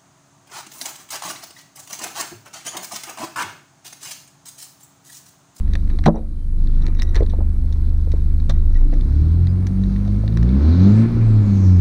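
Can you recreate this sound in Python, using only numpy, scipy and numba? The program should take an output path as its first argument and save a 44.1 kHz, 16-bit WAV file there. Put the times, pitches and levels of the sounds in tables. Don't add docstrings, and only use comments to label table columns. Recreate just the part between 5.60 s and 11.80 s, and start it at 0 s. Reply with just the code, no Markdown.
import sys
import numpy as np
from scipy import signal
from scipy.fft import rfft, irfft, next_fast_len
from scipy.io import wavfile
from scipy.ndimage import uniform_filter1d
from numba import njit

SR = 44100
rng = np.random.default_rng(int(sys.argv[2]) if len(sys.argv) > 2 else 0)


def dump_mix(stems):
    frames = np.atleast_2d(stems).T
    limited = np.clip(frames, -1, 1)
    pcm = np.round(limited * 32767).astype(np.int16)
    wavfile.write(sys.argv[1], SR, pcm)


def attenuation_scalar(level_db):
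    decades = np.asarray(level_db, float) / 20
    return 10 ** decades


N = 273640
T = np.arange(N) / SR
IDLE_HZ = 25.7

# time in seconds, firing rate in Hz, pulse sharpness from 0 to 1,
# exhaust pulse level in dB.
ENGINE_STATE = [(0.0, 24.74, 0.21, -22.4), (0.45, 25.12, 0.06, -21.5), (1.2, 25.78, 0.02, -17),
                (2.14, 24.93, 0.29, -24.5), (3.09, 25.45, 0.11, -17), (3.33, 28.6, 0, -15.5),
                (3.64, 39.23, 0.86, -24), (3.85, 44.33, 0.51, -14), (4.23, 47.97, 0.82, -26),
                (4.58, 50.65, 0.5, -12), (4.82, 56.76, 0.42, -0.3), (5.0, 70.23, 0.68, -12.5),
                (5.28, 99.97, 0.57, -2), (5.4, 111.6, 0.43, 3), (5.51, 116.1, 0.25, -5.5),
                (5.62, 112.3, 0.03, 1), (5.94, 98.9, 0.25, -4), (6.2, 88.04, 0.41, -3.5)]
# centre in Hz, width in Hz, level in dB.
CREAK_MODES = [(1920, 43, -1.5), (3840, 250, 1), (5760, 380, -5.5)]


def curve(table):
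    s, *columns = np.transpose(table)
    return [np.interp(T, s, c) for c in columns]


def shape_db(points, hz):
    f, db = np.transpose(points)
    return np.interp(np.log(hz + 1e-9), np.log(f), db)


def swell(s, rise, hold, fall):
    return np.interp(T, s + np.cumsum(np.abs([0, rise, hold, fall])), [0, 1, 1, 0])


def walk(rate):
    k = int(SR / rate)
    steps = np.repeat(rng.standard_normal(N // k + 1), k)
    return 1.3 * uniform_filter1d(uniform_filter1d(steps, k), k)[:N]


def noise(points, flicker_db, rate, modes=()):
    size = next_fast_len(N)
    hz = np.fft.rfftfreq(size, 1 / SR)
    inside = (hz >= points[0][0]) & (hz <= points[-1][0])
    spectrum = rfft(rng.standard_normal(size)) * attenuation_scalar(shape_db(points, hz)) * inside
    for centre, width, db in modes:
        spectrum *= 1 + (attenuation_scalar(db) - 1) / (1 + (2 * (hz - centre) / width) ** 2)
    octave = np.log2(hz / points[0][0] + 1e-9)
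    out = 0
    for k in range(int(octave[inside].max()) + 2):
        share = np.sqrt(np.clip(1 - abs(octave - k), 0, 1))
        out = out + irfft(spectrum * share, size)[:N] * attenuation_scalar(flicker_db * walk(rate))
    return out / np.std(out)


@njit
def svf(x, hz, width):
    y, b, l = np.empty(len(x)), 0., 0.
    for i in range(len(x)):
        g, k = np.tan(np.pi * hz[i] / SR), width / hz[i]
        v = (b + g * (x[i] - l)) / (1 + g * (g + k))
        b, l, y[i] = 2 * v - b, l + 2 * g * v, k * v
    return y


def band(x, hz, width):
    centre = np.full(len(x), 1. * hz)
    y = svf(svf(x, centre, 1. * width), centre, 1. * width)
    return y / abs(y).max()


def add(out, s, x):
    i = int(s * SR)
    out[i:i + len(x)] += x[:N - i]


def engine():
    # start, press, hold and release in seconds, throttle from 0 to 1.
    pedal = [
        (3.14, 0.22, 0.33, 0.16, 0.28),
        (4.69, 0.34, 0.39, 0.086, 1),
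    ]
    # idle level in dB, dB per octave of speed,
    # dB added at full throttle.
    bay_law = [(-40, 6, 2.5), (-49.5, 6.5, 4.5), (-62, 5, 5.5), (-27.5, 2.5, 15.5)]
    hz = curve(ENGINE_STATE)[0]
    throttle = sum(depth * swell(*foot) for *foot, depth in pedal)
    octaves = np.log2(hz / IDLE_HZ)
    growl_db, clatter_db, air_db, upper_db = (
        idle + rev * octaves + push * throttle for idle, rev, push in bay_law)
    phase = 2 * np.pi * np.cumsum(hz) / SR + 3.45
    smooth_db = 4.8 * np.log2(hz / hz.min())
    out = firing_orders(phase)
    out += minor_orders(phase, growl_db, upper_db, smooth_db)
    out += body_shake()
    return out + bay_noise(phase, growl_db, clatter_db, air_db, smooth_db)


def firing_orders(phase):
    order_lag = [0.96, 2.3, 2.5, -1.75]
    order_db = [2, 0.26, -6.5, -17.5]
    bite_db, dull_db = 20.5, -7
    hz, sharp, pulse_db = curve(ENGINE_STATE)
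    tilt_db = bite_db * sharp + dull_db * np.log2(hz / IDLE_HZ)
    out = np.zeros(N)
    for k, base_db in enumerate(order_db):
        db = pulse_db + base_db + k * tilt_db + boom_db((k + 1) * hz)
        out -= np.sqrt(2) * attenuation_scalar(db + 1.52 * walk(21)) * np.cos((k + 1) * phase + order_lag[k])
    return out


def boom_db(hz):
    # centre in Hz, width in Hz, level in dB.
    boom_modes = [(29.05, 11.45, 5), (38.3, 2, 1.5), (48, 1.31, 3), (75.6, 12.2, 1.3), (89.8, 8, -10),
                  (104.3, 2.9, -19.5), (131.7, 8.6, -14.5), (189, 26, -16), (199.6, 9.7, -6.5),
                  (236, 46, -10.5), (279.6, 45.5, -10.5), (383, 39.6, -0.8)]
    response = sum(attenuation_scalar(db) / (1 + 2j * (hz - f) / width) for f, width, db in boom_modes)
    return 20 * np.log10(abs(response))


def minor_orders(phase, growl_db, upper_db, smooth_db):
    # frequency in Hz, gain in dB.
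    cabin = [(5, 8.5), (14, -1.5), (35, 17), (70, 11.5), (110, -1), (140, 4.5), (172, -0.5), (195, -2.5),
             (225, -8), (260, -9.5), (320, -7.5), (400, -21.5), (600, -29), (1300, -50)]
    half_db, quarter_db, fall_db = -3.5, -12.5, -0.5
    mode_share = 0.46
    hz = curve(ENGINE_STATE)[0]
    out = np.zeros(N)
    for quarter in range(1, 49):
        main_order = quarter in (4, 8, 12, 16)
        if main_order or (quarter > 16 and quarter % 2):
            continue
        k = quarter / 4
        if quarter % 4 == 0:
            kind_db = upper_db + mode_share * boom_db(k * hz)
        else:
            kind_db = growl_db + (quarter_db if quarter % 2 else half_db)
        cabin_db = np.repeat(shape_db(cabin, k * hz[::64]), 64)[:N]
        db = cabin_db + kind_db + fall_db * k
        if k < 1:
            db = db - 4.7 * smooth_db
        wander = 2 * np.pi * rng.random() + 0.78 * walk(5.5)
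        out += attenuation_scalar(db + 4.24 * walk(5)) * np.cos(k * phase + wander)
    return out


def body_shake():
    shake = swell(5.42, .15, .3, .2) ** 2
    return shake * attenuation_scalar(-18 + 1.5 * walk(8)) * np.sin(2 * np.pi * 28.4 * T)


def bay_noise(phase, growl_db, clatter_db, air_db, smooth_db):
    # frequency in Hz, density in dB per Hz.
    rumble = [(12, -6), (40, 1), (90, -9), (150, -7), (230, -5), (300, -8), (450, -26.5), (700, -31)]
    clatter = [(210, -32.5), (350, 6.5), (402, -1.5), (441, -5), (521, -6.5), (627, -15), (682, -10.5),
               (776, -13), (1050, -17), (1140, -16), (1380, -21.5), (1500, -18), (3200, -33), (4160, -64.5),
               (7040, -120)]
    air = [(1530, -40), (2600, -3.5), (2730, -7.5), (3380, -1), (4200, 2), (5190, -5), (5760, -5),
           (6500, -8.5), (7320, -20.5), (8000, -20), (10400, -43.5), (17600, -120)]
    # centre in Hz, width in Hz, dB above the clatter.
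    panels = [(550, 9.2, -3), (880, 66, 3.5), (1055, 8.9, 11.5), (1336, 140, 6), (1727, 21, 8.5),
              (2210, 240, 4.5), (2384, 31, 7), (2700, 45, 2.5)]
    clatter_throb = 1 + 0.17 * np.cos(phase + 5.1)
    air_throb = 1 + 0.14 * np.cos(phase + 2.8)
    clatter_gain = attenuation_scalar(clatter_db + 2.5) * clatter_throb + rubbing(column=3)
    out = attenuation_scalar(growl_db + 5.5 - 0.13 * smooth_db) * noise(rumble, 0.89, 4.6)
    out += clatter_gain * noise(clatter, 1.1, 18, panels)
    return out + attenuation_scalar(air_db + 0.56) * air_throb * noise(air, 2.2, 16, [(4050, 280, 1.7)])


def turbo():
    # start in seconds, length in seconds, centre in Hz,
    # width in Hz, level in dB.
    leaks = [
        (3.388, .75, 1300, 258, -60.5),
        (4.049, .7, 6000, 1520, -65),
        (4.994, 0.39, 4050, 799.3, -47.5),
        (5.883, 0.62, 6150, 1490, -56),
    ]
    hz = curve(ENGINE_STATE)[0]
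    centre = 430 * (hz / IDLE_HZ) ** 2.0
    ring = sum(1.9 / (1 + ((centre - f) / width) ** 2) for f, width, _ in CREAK_MODES[1:])
    awake = np.clip((hz - 64) / 12, 0, 1)
    lift = 1 - swell(5.42, .05, .13, .08)
    bands = [(centre, 1600., awake * (1 + ring) * attenuation_scalar(-61.5) * lift)]
    for s, length, f, width, db in leaks:
        gain = attenuation_scalar(db) * swell(s, 0.24 * length, 0.37 * length, .3 * length)
        bands.append((np.full(N, 1. * f), 1. * width, gain))
    out = 0
    for f, width, gain in bands:
        hiss = svf(svf(rng.standard_normal(N), f, width), f, width)
        steady = hiss / np.sqrt(uniform_filter1d(hiss ** 2, size=8192))
        out = out + gain * attenuation_scalar(1.7 * walk(20)) * steady
    return out


def thuds():
    # start in seconds, peak in dB,
    # pitch in Hz, decay to -60 dB in ms.
    knocks = [(.152, -28.5, 610, 63), (.388, -29.5, 830, 46.5), (.461, -2, 720, 76.5), (.464, -9, 384, 90),
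              (0.475, -2, 536, 96.5), (0.494, -18.5, 630, 175), (.538, -16, 476, 255),
              (.556, -23.5, 654, 152), (1.28, -26, 340, 122), (1.562, -30, 390, 125), (1.605, -9, 417, 69),
              (1.62, -10.5, 400.2, 70), (1.734, -22.5, 560, 73), (1.786, -19, 344, 84),
              (1.804, -25, 550, 70), (2.472, -27, 450, 46), (2.536, -19.5, 343, 58),
              (2.897, -24.5, 1180, 59), (2.895, -20, 620, 96), (3.21, -32.5, 816, 104),
              (3.326, -24.5, 506, 133), (4.473, -32, 500, 70), (4.511, -43, 550, 52),
              (4.636, -24.5, 574, 43), (5.502, -12, 65, 697.5)]
    out, t = np.zeros(N), T[:16384]
    for s, db, hz, ms in knocks:
        attack_ms = 0.022 * ms
        decay = np.exp(-np.log(1000) * 1000 * t / max(ms, 20))
        attack = np.minimum(1000 * t / max(attack_ms, .2), 1)
        burst = rng.standard_normal(len(t)) * decay * attack
        burst[int(attack_ms * SR / 1000)] += 14
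        add(out, s, attenuation_scalar(db) * band(band(burst, hz, 0.86 * hz), hz, 1.4 * hz))
    return out


def bumps():
    # start in seconds, peak in dB, pitch in Hz, decay to -60 dB in seconds (at least 0.03).
    pushes = [(0.461, -2, 161.2, 0.25), (.465, -8, 221, 0.53), (.468, -12.5, 321, 0.45),
              (0.482, -1.5, 167, 0.15), (1.557, -7.5, 44.5, 0.5), (1.604, -1, 78.8, -0.21),
              (2.893, 0, 60.6, -0.36), (2.897, -19.5, 146, 0.3), (4.271, -24, 159, 1.2)]
    out, t = np.zeros(N), T[:16384]
    for s, db, hz, t60 in pushes:
        decay = np.exp(-np.log(1000) * t / max(t60, .03))
        add(out, s, -attenuation_scalar(db) * np.sin(2 * np.pi * hz * t) * decay)
    return out


def ticks():
    # start in seconds,
    # peak in dB, upper modes in dB, scrape length in ms.
    bright = [(0.1351, -37, -4, 3.3), (.388, -39.5, -9, 1.4), (0.4759, -37.5, -7.5, 2.6),
              (0.4797, -38.5, -6.5, 2.5), (1.073, -47.5, -23.5, 0.71), (1.2203, -50.5, -6, 5.6),
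              (1.2655, -38, -5, 1.3), (1.3965, -36.5, -18.5, 2.7), (1.5633, -30.5, -10.5, 1.5),
              (1.63, -46.5, -9, 3.6), (1.6632, -45, -6.5, 2), (1.697, -51, -2.5, 14),
              (2.1249, -48, -0.5, 4.5), (2.5173, -45.5, -.4, 3.9), (2.8003, -49, -34, 2.8),
              (2.8944, -34, -4.5, 7.5), (2.8973, -46, 5, 0.99), (3.147, -54.5, -0.5, 1.4),
              (3.4095, -46, -9, 1.7), (3.8702, -42, -11, 2.5), (4.2366, -45, -23, 2.9),
              (4.4762, -51, -6, 2.1), (4.6783, -39.5, -20, 2.3), (4.7249, -50.5, -14, 2.9),
              (4.891, -47, -5, 1.9)]
    dull = [(0.0775, -48, -25, 1.8), (0.116, -52, -15, 3.8), (0.1531, -26, -18, 2.9),
            (.2758, -47.5, -19, 2.5), (0.2996, -41, -24, 6.4), (.4385, -33, -13, 5.9),
            (.455, -35, -21, 2.4), (0.4584, -19.5, -14.5, 5), (0.4637, -19, -28, 2.5),
            (1.2807, -41, -20, 2.7), (1.3485, -47, -4, 2.1), (1.3912, -36.5, -20, 2.2),
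            (1.4203, -27, 1, 1.2), (1.4281, -39, 4.5, 3.5), (1.5456, -32, -11.5, 4.2),
            (1.555, -26.5, -8.5, 5.8), (1.5744, -34, -25, 3.3), (1.6072, -40, -19, 1.9),
            (2.9064, -35.5, -5, 2.2), (3.3234, -48, -30, 8.3), (3.336, -45.5, -6.5, 5.1),
            (3.9543, -58, -21, 3), (4.068, -35.5, -3, 3.7), (4.3615, -41, -18, 3), (4.4504, -47, -16, 2.5),
            (4.7726, -28.5, -7.5, 0.98), (4.8285, -34, -10, 1.9), (5.3762, -37.5, -28.5, 2.5)]
    # centre in Hz, width in Hz, level in dB.
    housing = [(1740, 710, 2.4), (1190, 1000, 0), (3873, 950, 5), (5530, 1300, 6), (7140, 2000, -11.5),
               (11800, 4400, -11.5)]
    out, t = np.zeros(N), T[:4096]
    rows = [(*r, 5) for r in bright] + [(*r, -7) for r in dull]
    for s, db, top_db, ms, mid_db in rows:
        grit = rng.standard_normal(len(t))
        scrape = grit * np.exp(-1000 * t / max(ms, .3)) * np.minimum(t / 0.00009, 1)
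        bend = 1 + .012 * grit[-1]
        balance_db = (0, 0, mid_db, top_db, top_db, top_db)
        for (hz, width, mode_db), own_db in zip(housing, balance_db):
            add(out, s, attenuation_scalar(db + mode_db + own_db + 2.5) * band(scrape, hz * bend, width))
    return out


def creaks():
    # start in seconds, length in seconds, pitch in Hz, level in dB.
    squeaks = [
        (0.747, .13, 3105, -61),
        (3.875, 0.05, 4900, -55),
    ]
    out = 0
    for hz, width, db in CREAK_MODES:
        slips = (rng.random(N) < 180 / SR) * attenuation_scalar(3.2 * rng.exponential(size=N))
        slips = slips * rng.choice([-1, 1], N)
        ring = band(slips, hz, width)
        out = out + attenuation_scalar(db) * ring / np.std(ring)
    out *= attenuation_scalar(-3.5) * (attenuation_scalar(-75.5) + rubbing(column=2))
    for s, length, hz, db in squeaks:
        t = T[:int(length * SR)]
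        add(out, s, attenuation_scalar(db) * np.sqrt(np.sin(np.pi * t / length)) * np.sin(2 * np.pi * hz * t))
    return out


def rubbing(column):
    # start in seconds, length in seconds, creak in dB, rustle in dB.
    rubs = [(0, 0.31, -58, -56), (0.264, 0.13, -54, -46.5), (.5, 0.15, -51, -45), (1.168, 0.2, -51, -43),
            (1.337, 0.16, -40, -46), (1.423, 0.15, -49, -51), (1.52, 0.11, -45, -30),
            (1.595, 0.29, -65, -65), (2.452, 0.27, -64, -59), (2.867, 0.21, -58, -50),
            (3.077, 0.21, -56, -50)]
    out = 0
    for rub in rubs:
        s, length = rub[0], rub[1]
        pressure = swell(s, 0.42 * length, 0.053 * length, .45 * length) ** 2
        out = out + attenuation_scalar(rub[column]) * pressure
    return out


def scene():
    return (engine() + turbo() + thuds() + bumps() + ticks() + creaks())[None]


def top_cut(x):
    return signal.sosfilt(signal.butter(12, 15760, fs=SR, output="sos"), x)


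def record(dry):
    # frequency in Hz, density in dB per Hz.
    hiss_shape = [(3820, -34.5), (6500, -6), (7360, -8), (8460, -0.5), (10400, -5), (11800, -10),
                  (13900, -9.5), (14800, -17), (15600, -33)]
    duck_db = -6.5 * swell(.492, .025, .32, 0.19)
    hiss_db = -64 + 0.53 * duck_db
    x = dry * attenuation_scalar(duck_db) + attenuation_scalar(hiss_db) * noise(hiss_shape, .6, 10)
    return top_cut(np.tanh(0.53 * x) / 0.7)


dry = scene()
out = record(dry)
dump_mix(out)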